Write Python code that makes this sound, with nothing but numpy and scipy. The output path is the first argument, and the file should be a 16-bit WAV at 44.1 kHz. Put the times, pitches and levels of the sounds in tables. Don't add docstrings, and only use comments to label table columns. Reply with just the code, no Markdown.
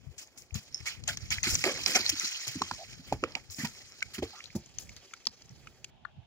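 import sys
import numpy as np
from scipy import signal
from scipy.fft import rfft, irfft, next_fast_len
from scipy.io import wavfile
from scipy.ndimage import map_coordinates

SR = 44100
rng = np.random.default_rng(int(sys.argv[2]) if len(sys.argv) > 2 else 0)


def volts_from_db(level):
    exponent = np.asarray(level, float) / 20
    return 10 ** exponent


def log_audio(samples):
    frames = np.atleast_2d(samples).T
    limited = np.clip(frames, -1, 1)
    pcm = np.round(limited * 32767).astype(np.int16)
    wavfile.write(sys.argv[1], SR, pcm)


N = 276066


def rms_one(x):
    return x / np.sqrt(np.mean(x ** 2) + 1e-20)


def in_time(rows):
    s, *columns = np.transpose(rows)
    return [np.interp(np.arange(N) / SR, s, c) for c in columns]


def at_hz(points, hz):
    table_hz, table_value = np.array(points).T
    return np.interp(np.log(hz), np.log(table_hz), table_value)


def band(x, low_hz, high_hz, order=2):
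    return signal.sosfilt(signal.butter(order, [low_hz, high_hz], "band", fs=SR, output="sos"), x)


def drift(rate):
    r = np.exp(-40 * np.pi * rate / SR)
    slow = signal.lfilter([1], [1, -2 * r, r * r], rng.standard_normal(N // 20 + 2002))[2000:]
    return np.interp(np.arange(N) / 20, np.arange(len(slow)), rms_one(slow))


def sides(pan_db):
    return np.array([volts_from_db(pan_db / 2), volts_from_db(-pan_db / 2)]) / np.cosh(pan_db / 17.4)


def add(out, s, sound, pan_db):
    i = round(s * SR)
    sound = sound[:N - i]
    out[:, i:i + len(sound)] += sides(pan_db)[:, None] * sound


# (frequency [Hz], gain [dB])
LEFT_PORT = [(200, -0.5), (1500, -5.5), (2300, -6), (3300, 4), (3700, -1.5), (4400, 2.5), (5200, -2.5),
             (6100, 5.5), (6900, 5), (7600, -2), (8300, -12), (10000, -11), (13700, -18), (15000, -11.5)]
RIGHT_PORT = [(200, -0.5), (1500, -1.5), (2350, 6), (3100, 6), (3800, 3.5), (4700, 7.5), (5500, 7.5),
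              (6000, 0), (6500, -15), (8000, -43), (10000, -54.5), (12200, -44), (13800, -34.5),
              (15000, -15)]


def knock(hz, t60, spread, chance, echo_db):
    t = np.arange(round(0.25 * SR)) / SR
    pitches = hz * np.exp(spread * np.r_[0, chance[:3]])[:, None]
    phases = np.pi + 0.54 * chance[3:, None]
    rings = np.sin(2 * np.pi * pitches * t + phases) * volts_from_db(-60 * t / max(t60, 0.003))
    swell = (1 - np.exp(-t / (1.53 / hz + 0.00042))) ** 2
    sound = (rings * [[1], [0.7], [0.7], [0.7]]).sum(0) * swell
    sparse = rng.standard_normal(3000) * (rng.random(3000) < 0.012)
    echoes = sparse * volts_from_db(echo_db - 60 * t[:3000] / 0.19)
    sound = sound + signal.fftconvolve(sound, echoes)[:len(t)]
    port_gain = (volts_from_db(at_hz(LEFT_PORT, hz)) + volts_from_db(at_hz(RIGHT_PORT, hz))) / 2
    return sound / np.abs(sound).max() / port_gain


def thud(hz, t60, boom_db, luck):
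    push = knock(hz, t60, 0.512, luck, echo_db=-23.0)
    return push + volts_from_db(boom_db) * knock(82.0, 0.085, 0.55, luck, echo_db=-20)


def clicks(rows, t60):
    out, chance = np.zeros((2, N)), rng.uniform(-0.89, 1, (len(rows), 7))
    t = np.arange(1500) / SR
    gather_and_die = (1 - np.exp(-t / 0.00097)) ** 2 * volts_from_db(-60 * t / 0.018)
    grit = rng.standard_normal((len(rows), 1500)) * gather_and_die
    grit[:, 80] += 2.5
    cracks = band(grit, 1500, 10000, order=1)
    for (s, db, hz, crack_db, pan_db), luck, crack in zip(rows, chance, cracks):
        add(out, s, volts_from_db(db) * knock(hz, t60, 0.2, luck, echo_db=-30), pan_db)
        add(out, s, volts_from_db(db + crack_db) * crack, pan_db)
    return out


# (frequency [Hz], level [dB])
FAR_HUM = [(382, -84.5), (522, -99)]


def far_hum():
    t = np.arange(N) / SR
    tones = sum(volts_from_db(db + 6 + drift(1.7)) * np.sin(2 * np.pi * hz * t) for hz, db in FAR_HUM)
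    return tones * np.clip(t - 2.4, 0.3, 1)


# (time [s], level [dB], left-right [dB])
BREEZE = [(0.0, -71.5, 11), (0.15, -85, 5), (0.85, -78, -6), (1.1, -61.5, 11.5), (1.24, -59, -10.5),
          (1.39, -62.5, 22), (1.6, -58, -21), (1.71, -71, -15), (2.39, -80.5, 6.5), (3.24, -65, -3),
          (3.49, -78, 5), (3.63, -75, 15), (3.9, -80, -4.5), (4.43, -76.5, -2), (4.92, -72.5, -7),
          (5.13, -83.5, -3), (5.63, -72.5, -3.5), (6.26, -76.5, 0)]


def breeze():
    db, pan_db = in_time(BREEZE)
    rumble = rms_one(band(rng.standard_normal((2, N + SR)), 32, 141.3))[:, SR:]
    lumps = volts_from_db(4.5 * np.array([drift(8.4), drift(6.4)]))
    return volts_from_db(db + 15) * sides(pan_db) * rumble * lumps


# (time [s], peak level [dB], frequency [Hz], left-right [dB])
GUSTS = [
    (0.066, -39, 88.5, 32),
    (0.521, -35, 71.5, 15),
    (0.545, -29.5, 143.6, 14),
    (0.8, -42.5, 115, 30),
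    (3.486, -48, 90, 25.5),
    (6.173, -44.5, 94.7, -20),
]


def gusts():
    out, chance = np.zeros((2, N)), rng.uniform(-1.014, 1, (len(GUSTS), 7))
    for (s, db, hz, pan_db), luck in zip(GUSTS, chance):
        add(out, s, volts_from_db(db) * thud(hz, 0.078, -5, luck), pan_db)
    return out


# (time [s], peak level [dB], frequency [Hz], left-right [dB])
FOOTFALLS = [
    (1.198, -59.5, 88.8, -26),
    (1.219, -39, 84.6, -25),
    (1.37, -40, 82, 18),
    (2.1, -49, 88.8, 6),
    (2.471, -46, 116, -15),
    (4.884, -49.5, 65.6, -21),
    (4.957, -54.5, 105, -17),
    (5.27, -53, 231, -1),
    (5.502, -52, 129, -30),
    (5.658, -58, 217, -13),
]


def footfalls():
    out, chance = np.zeros((2, N)), rng.uniform(-1.22, 1, (len(FOOTFALLS), 7))
    for (s, db, hz, pan_db), luck in zip(FOOTFALLS, chance):
        add(out, s, volts_from_db(db + 3.0) * knock(hz, 0.073, 0.33, luck, echo_db=-23.5), pan_db)
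    return out


# (time [s], peak level [dB], frequency [Hz])
TICKS = [(0.2728, -42, 6600), (0.4199, -38, 6660), (0.5072, -38, 2420), (0.6709, -48, 5510),
         (0.9494, -40, 2240), (1.6222, -26.5, 2300), (3.7903, -35, 5650), (4.2378, -27, 4400),
         (4.4044, -29, 2350), (4.5027, -34.5, 2310), (4.8713, -45, 2250), (5.1093, -41, 2160),
         (5.4575, -48, 7360)]


def ticks():
    out, chance = np.zeros((2, N)), rng.uniform(-1.22, 1, (len(TICKS), 7))
    for (s, db, hz), luck in zip(TICKS, chance):
        add(out, s, volts_from_db(db - 5.5) * knock(hz, 0.0087, 0.2, luck, echo_db=-28), 4)
    return out


# (time [s], length [s], level [dB], frequency [Hz])
BLOWS = [
    (2.779, 0.059, -72, 640),
    (4.327, 0.037, -78.5, 730),
    (4.331, 0.087, -78.5, 1150),
]


def nostrils():
    out = np.zeros((2, N))
    for s, length, db, hz in BLOWS:
        air = rms_one(band(rng.standard_normal(8000), hz, hz * 1.195))[2000:]
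        t = np.arange(len(air)) / SR
        puff = np.sqrt(np.sin(np.pi * np.minimum(t / length, 1)) + 1e-9)
        add(out, s, volts_from_db(db + 27) * air * puff, 0)
    return out


# (time [s], peak level [dB])
CHINKS = [
    (0.725, -46),
    (.744, -23.5),
    (0.757, -36),
    (.769, -41),
    (0.777, -39),
    (0.789, -45),
    (0.803, -45),
]
# (frequency [Hz], level [dB], t60 [s])
BIT_RING = [(5340, 0, 0.025), (5950, 4.5, 0.0077), (8860, -11, 0.034)]


def bit_ring():
    out, t = np.zeros((2, N)), np.arange(SR // 10) / SR
    ring = sum(volts_from_db(db - 60 * t / t60) * np.sin(2 * np.pi * hz * t) for hz, db, t60 in BIT_RING)
    onset = 1 - np.exp(-t / 0.00072)
    for s, db in CHINKS:
        add(out, s, volts_from_db(db) * ring * onset, 1.5)
    return out


# (time [s], peak level [dB], frequency [Hz], crack share [dB],
# left-right [dB])
BUCKLES = [(3.321, -36, 5170, -13, 2), (3.5, -36, 5200, -7, 1), (3.545, -31.5, 5330, -18, -2),
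           (3.671, -32, 4960, 1, 18), (3.722, -57, 4500, -8, -12), (3.921, -37.5, 5300, -17, 8),
           (4.005, -41, 6200, 5.5, -17), (4.44, -33.5, 3230, 0.5, 18), (4.457, -34, 4050, -21, 19),
           (4.66, -43.5, 6840, -13, 13), (4.785, -23.5, 5680, -3.5, 13), (4.964, -44.5, 5600, 9.5, 17),
           (5.254, -34.5, 5130, 0, 27), (5.269, -13, 5060, -6, 5.5), (5.42, -40.5, 5260, 0.5, 4),
           (5.493, -39.5, 5540, -12, 12)]


def buckles():
    return clicks(BUCKLES, t60=0.0051)


# (time [s], peak level [dB], frequency [Hz], crack share [dB], left-right [dB])
STONES = [(2.618, -17.5, 1077, 0, 1), (2.711, -23, 1020, -1, -1.5), (3.124, -15.5, 714, -9, 3.5),
          (3.237, -19, 1287, -5, 0), (3.351, -21.5, 2410, 0.5, -3), (4.025, -16, 2286, -4.5, 13),
          (4.151, -38, 2810, -18, -17), (4.226, -24.5, 620, -26, 4), (4.892, -38, 2230, 2, 9),
          (5.136, -35.5, 2290, 5, 8), (5.671, -39.5, 1316, -0.5, 13), (5.843, -35, 2700, 10.5, 8),
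          (6.051, -27.5, 1435, -33, 25)]


def stones():
    return clicks(STONES, t60=0.014)


# (time [s], peak level [dB], frequency [Hz], t60 [s], left-right [dB])
HOLLOWS = [(1.078, -36, 706, 0.11, 5), (1.087, -27.5, 1440, 0.056, 6), (2.712, -29, 1390, 0.021, 6),
           (3.237, -21.5, 2280, 0.012, 3.5), (3.234, -29, 515, 0.023, 8), (3.353, -38.5, 903, 0.065, 11),
           (3.6, -37, 1810, 0.069, -11), (3.644, -35, 950, 0.073, 3), (4.021, -31, 1550, 0.034, -5),
           (5.135, -37.5, 1330, 0.026, 9), (5.269, -34, 1094, 0.013, 11), (5.67, -40.5, 2500, 0.031, 0),
           (6.049, -42.5, 4270, 0.011, 25.5), (1.954, -30.5, 596, 0.057, 6)]


def hollows():
    out, chance = np.zeros((2, N)), rng.uniform(-1.027, 1, (len(HOLLOWS), 7))
    for (s, db, hz, t60, pan_db), luck in zip(HOLLOWS, chance):
        add(out, s, volts_from_db(db) * knock(hz, t60, 0.2, luck, echo_db=-30), pan_db)
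    return out


# (time [s], peak level [dB], frequency [Hz], crack share [dB], left-right [dB])
SMACKS = [(0.543, -33, 6720, -14, 30), (1.037, -38, 4380, 5, 5), (1.077, -23, 6700, -12.5, 13),
          (1.171, -26.5, 6040, 4.5, 7.5), (1.304, -23, 6430, -6.5, 5), (1.382, -24.5, 1960, -18.5, 7.5),
          (1.43, -17, 6130, -14, 3.5), (1.552, -9, 5880, -10.5, -4), (1.639, -13, 2250, 0, 4),
          (1.664, -27, 706, -11, -10), (1.86, -14.5, 5740, 2, -4), (2.095, -27, 6370, 3.5, 30),
          (2.196, -16, 6100, -12, -6)]


def smacks():
    return clicks(SMACKS, t60=0.013)


# (time [s], peak level [dB], frequency [Hz], boom share [dB])
HOOFBEATS = [(1.46, -30.5, 253, -7), (1.656, -23.5, 358, -40), (1.884, -35, 317, -31),
             (1.989, -33.5, 328, -17.5), (2.121, -37.5, 250, -11), (2.228, -43.5, 211, -25),
             (2.551, -31, 264, -10.5), (2.604, -33.5, 260, -14), (2.707, -39, 240, -5.5),
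             (2.985, -41.5, 161, -21), (3.113, -26, 283.6, -6), (3.225, -24.5, 350, -17),
             (3.582, -32.5, 224, -25), (3.63, -26.5, 222, -22), (4.176, -29, 228, -10.5),
             (4.219, -25.5, 347, -8.5), (4.546, -24.5, 213, -10.5)]


def hoofbeats():
    t60, pan_db, delay_s = 0.058, -1.5, 0.00298
    out, chance = np.zeros((2, N)), rng.uniform(-1.014, 1, (len(HOOFBEATS), 7))
    puff = rms_one(band(rng.standard_normal(N), 153.4, 1380))
    for (s, db, hz, boom_db), luck in zip(HOOFBEATS, chance):
        s = s + delay_s
        push = thud(hz, t60, boom_db, luck)
        turf = puff[round(s * SR):][:len(push)]
        push[:len(turf)] += volts_from_db(-24.0) * turf * volts_from_db(-60 * np.arange(len(turf)) / SR / 0.058)
        add(out, s, volts_from_db(db) * push, pan_db)
    return out


def droplets(per_s, spread_db, cycles):
    landed = rng.random(N) < per_s * volts_from_db(5.0 * drift(30.0)) / SR
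    sizes = landed * volts_from_db(spread_db * np.minimum(rng.exponential(1, N), 4)) * rng.choice([-1, 1], N)
    dealt, out = rng.integers(0, 30, N), 0
    for k, hz in enumerate(np.geomspace(300, 14000, 30)):
        r = volts_from_db(-60 * hz / (cycles * SR))
        turn = 2 * np.pi * hz / SR
        rings = signal.lfilter([1], [1, -2 * r * np.cos(turn), r * r], sizes * (dealt == k) + 1e-18)
        out = out + hz * rings * np.sin(turn)
    return rms_one(out)


def leg_bursts(legs, rise_s, air_db):
    power = np.zeros((4, N))
    for s, peak_db, mid_share_db, low_share_db, t60 in legs:
        i = round(s * SR)
        t = np.arange(min(SR, N - i)) / SR
        shape = (1 - np.exp(-t / rise_s)) ** 0.86 * volts_from_db(-60 * t / max(t60, 0.02))
        thin_air_db = air_db - 0.23 * mid_share_db
        shares_db = np.c_[[low_share_db + 11, mid_share_db + 6.5, 0, thin_air_db]]
        power[:, i:i + len(t)] += (volts_from_db(peak_db - 10.0 + shares_db) * shape) ** 2
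    return power


# (time [s], peak level [dB], stalk share [dB], soil share [dB], t60 [s])
SWISHES = [(3.0675, -43, -0.5, -1.5, 0.13), (3.1237, -34.5, 5.5, 15, 0.095), (3.234, -56, 14.5, 16, 0.44),
           (3.3493, -42, 13, 13, 0.09), (3.503, -41, -12, -20, 0.77), (3.5822, -33, 3, -10.5, 0.3),
           (3.6442, -22, 4.5, -10.5, 0.059), (4.1335, -32.5, 0, -36, 0.15), (4.181, -30.5, 9, -6, 0.053),
           (4.2216, -37, 5, 1, 0.12), (4.5511, -33.5, -16, 7.5, 0.1), (4.7845, -41.5, -14, -8.5, 0.28)]


def swishes():
    return leg_bursts(SWISHES, rise_s=0.0076, air_db=9.5)


# (time [s], peak level [dB], slap share [dB], gurgle share [dB], t60 [s])
SPLASHES = [(0.1775, -29.5, -11, -23, 0.19), (0.3735, -37.5, -42, -14, 0.15),
            (0.5417, -28.5, -8.5, -17, 0.22), (0.854, -24, -0.5, -27.5, 0.25),
            (1.0745, -19, -3, -24.5, 0.18), (1.3024, -20, -1, -50, 0.22), (1.432, -15.5, -0.5, -31, 0.24),
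            (1.4714, -22.5, -20.5, -27, 0.57), (1.6377, -23.5, 1, 1, 0.33),
            (1.8577, -22.5, -4.5, -13.5, 0.6), (1.9465, -10.5, -3.5, -9.5, 0.094),
            (2.0916, -5, -14.5, -31, 0.04), (2.195, -27.5, -7, -39, 0.42),
            (2.4668, -19.5, -10, -15.5, 0.13)]


def splashes():
    return leg_bursts(SPLASHES, rise_s=0.014, air_db=1.66)


DULL_FROM_S = 5.903
# (time [s], level [dB])
SPRAY = [(0.0, -71.5), (0.49, -72), (0.84, -54), (1.0, -64.5), (1.14, -53.5), (1.41, -52), (1.5, -44),
         (1.85, -41.5), (2.31, -39), (2.64, -46.5), (3.06, -57.5), (3.6, -62), (3.75, -54.5), (4.15, -58),
         (4.36, -52.5), (4.6, -61.5), (5.2, -62), (5.9, -72.5)]
LEAVES_DB = [-60.5, -67.5, -86.5, -67.5]
SPRAY_SHARE_DB = [-41, -5.5, -3.5, -6.5]
DAMPING_DB = [-12.5, -5.5, -22, -22]
# (frequency [Hz], share [0-1])
ALIKE = [(250, .9), (1500, .84), (2800, .84), (3500, .5), (5000, .7), (9000, .4), (15000, .4)]


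def water_and_grass(patchy_db=2.0, gap_share=0.44):
    spray_db, = in_time(SPRAY)
    centres = np.log([600, 1700, 5500, 10000])
    wet = np.clip((spray_db + 70) / 14, 0.5, 2)
    near = rng.standard_normal((2, N)) + wet * droplets(per_s=2200.0, spread_db=3.0, cycles=39.0)
    scattered = rng.standard_normal((2, 2, N))
    power = volts_from_db(np.c_[LEAVES_DB]) ** 2 + volts_from_db(spray_db + np.c_[SPRAY_SHARE_DB]) ** 2
    power[:, round(DULL_FROM_S * SR):] *= volts_from_db(np.c_[DAMPING_DB]) ** 2
    level = 10 * np.log10(power + splashes() + swishes())
    out, surge = 0, drift(33.5)
    edges = 220 * 2 ** np.arange(0, 6.6, 1 / 2)
    for k, (low, high) in enumerate(zip(edges, np.minimum(edges[1:], 0.45 * SR))):
        hz = np.sqrt(low * high)
        weights = [np.interp(np.log(hz), centres, row) for row in np.eye(4)]
        alike = np.clip(at_hz(ALIKE, hz), 0, 1)
        mix = np.sqrt(alike) * near[k % 2] + np.sqrt(1 - alike) * scattered[k % 2]
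        gain_db = weights @ level + patchy_db * (surge + drift(22.4))
        out = out + volts_from_db(gain_db) * band(mix, low, high)
    out = out - gap_share * band(out, 890, 1204, order=1)
    out = out - 0.46 * band(out, 3260, 3790, order=1)
    out = out - 0.49 * band(out, 2690, 2964, order=1)
    return volts_from_db(7.5) * out * sides(1.01)[:, None]


def scene():
    surroundings = far_hum() + breeze() + gusts() + footfalls() + ticks()
    tack = nostrils() + bit_ring() + buckles()
    shoes = stones() + hollows() + smacks() + hoofbeats()
    return surroundings + tack + shoes + water_and_grass()


def port(x, response):
    size = 2 * next_fast_len(N // 2 + SR // 20)
    hz = np.fft.rfftfreq(size, 1 / SR)
    cepstrum = irfft(np.log(volts_from_db(at_hz(response, np.maximum(hz, 1)))), size)
    cepstrum[1:size // 2] *= 2
    cepstrum[size // 2 + 1:] = 0
    return irfft(rfft(x, size) * np.exp(rfft(cepstrum)), size)[:N]


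def low_pass(x):
    return signal.sosfilt(signal.butter(12, 16850, fs=SR, output="sos"), x)


# (time [s], lag [s])
RIGHT_LAG = [(0, .00008), (1.2, .00009), (4.3, .00009), (4.6, .0), (6.26, .0)]
# (frequency [Hz], level [dB])
LEFTOVER = [(760, -68.5), (3050, -71.5)]


def record(dry):
    self_noise_db, dull_hz, dull_db = -76.5, 6400, -1.5
    dry = dry + volts_from_db(self_noise_db) * rng.standard_normal(dry.shape)
    lows = signal.sosfilt(signal.butter(4, dull_hz, fs=SR, output="sos"), dry)
    late = np.arange(N) > DULL_FROM_S * SR
    x = np.where(late, lows + volts_from_db(dull_db) * (dry - lows), dry)
    behind = map_coordinates(x[1], [np.arange(N) - SR * in_time(RIGHT_LAG)[0]], order=5)
    x = np.array([port(x[0], LEFT_PORT), port(behind, RIGHT_PORT)])
    for hz, db in LEFTOVER:
        x = x + late * volts_from_db(db) * rms_one(band(rng.standard_normal((2, N)), hz * 0.82, hz * 1.18))
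    x = signal.sosfilt(signal.butter(2, 55, "high", fs=SR, output="sos"), x)
    x = signal.sosfilt(signal.cheby2(14, 60, 16350, fs=SR, output="sos"), x)
    return low_pass(x)


dry = scene()
out = record(dry)
log_audio(out)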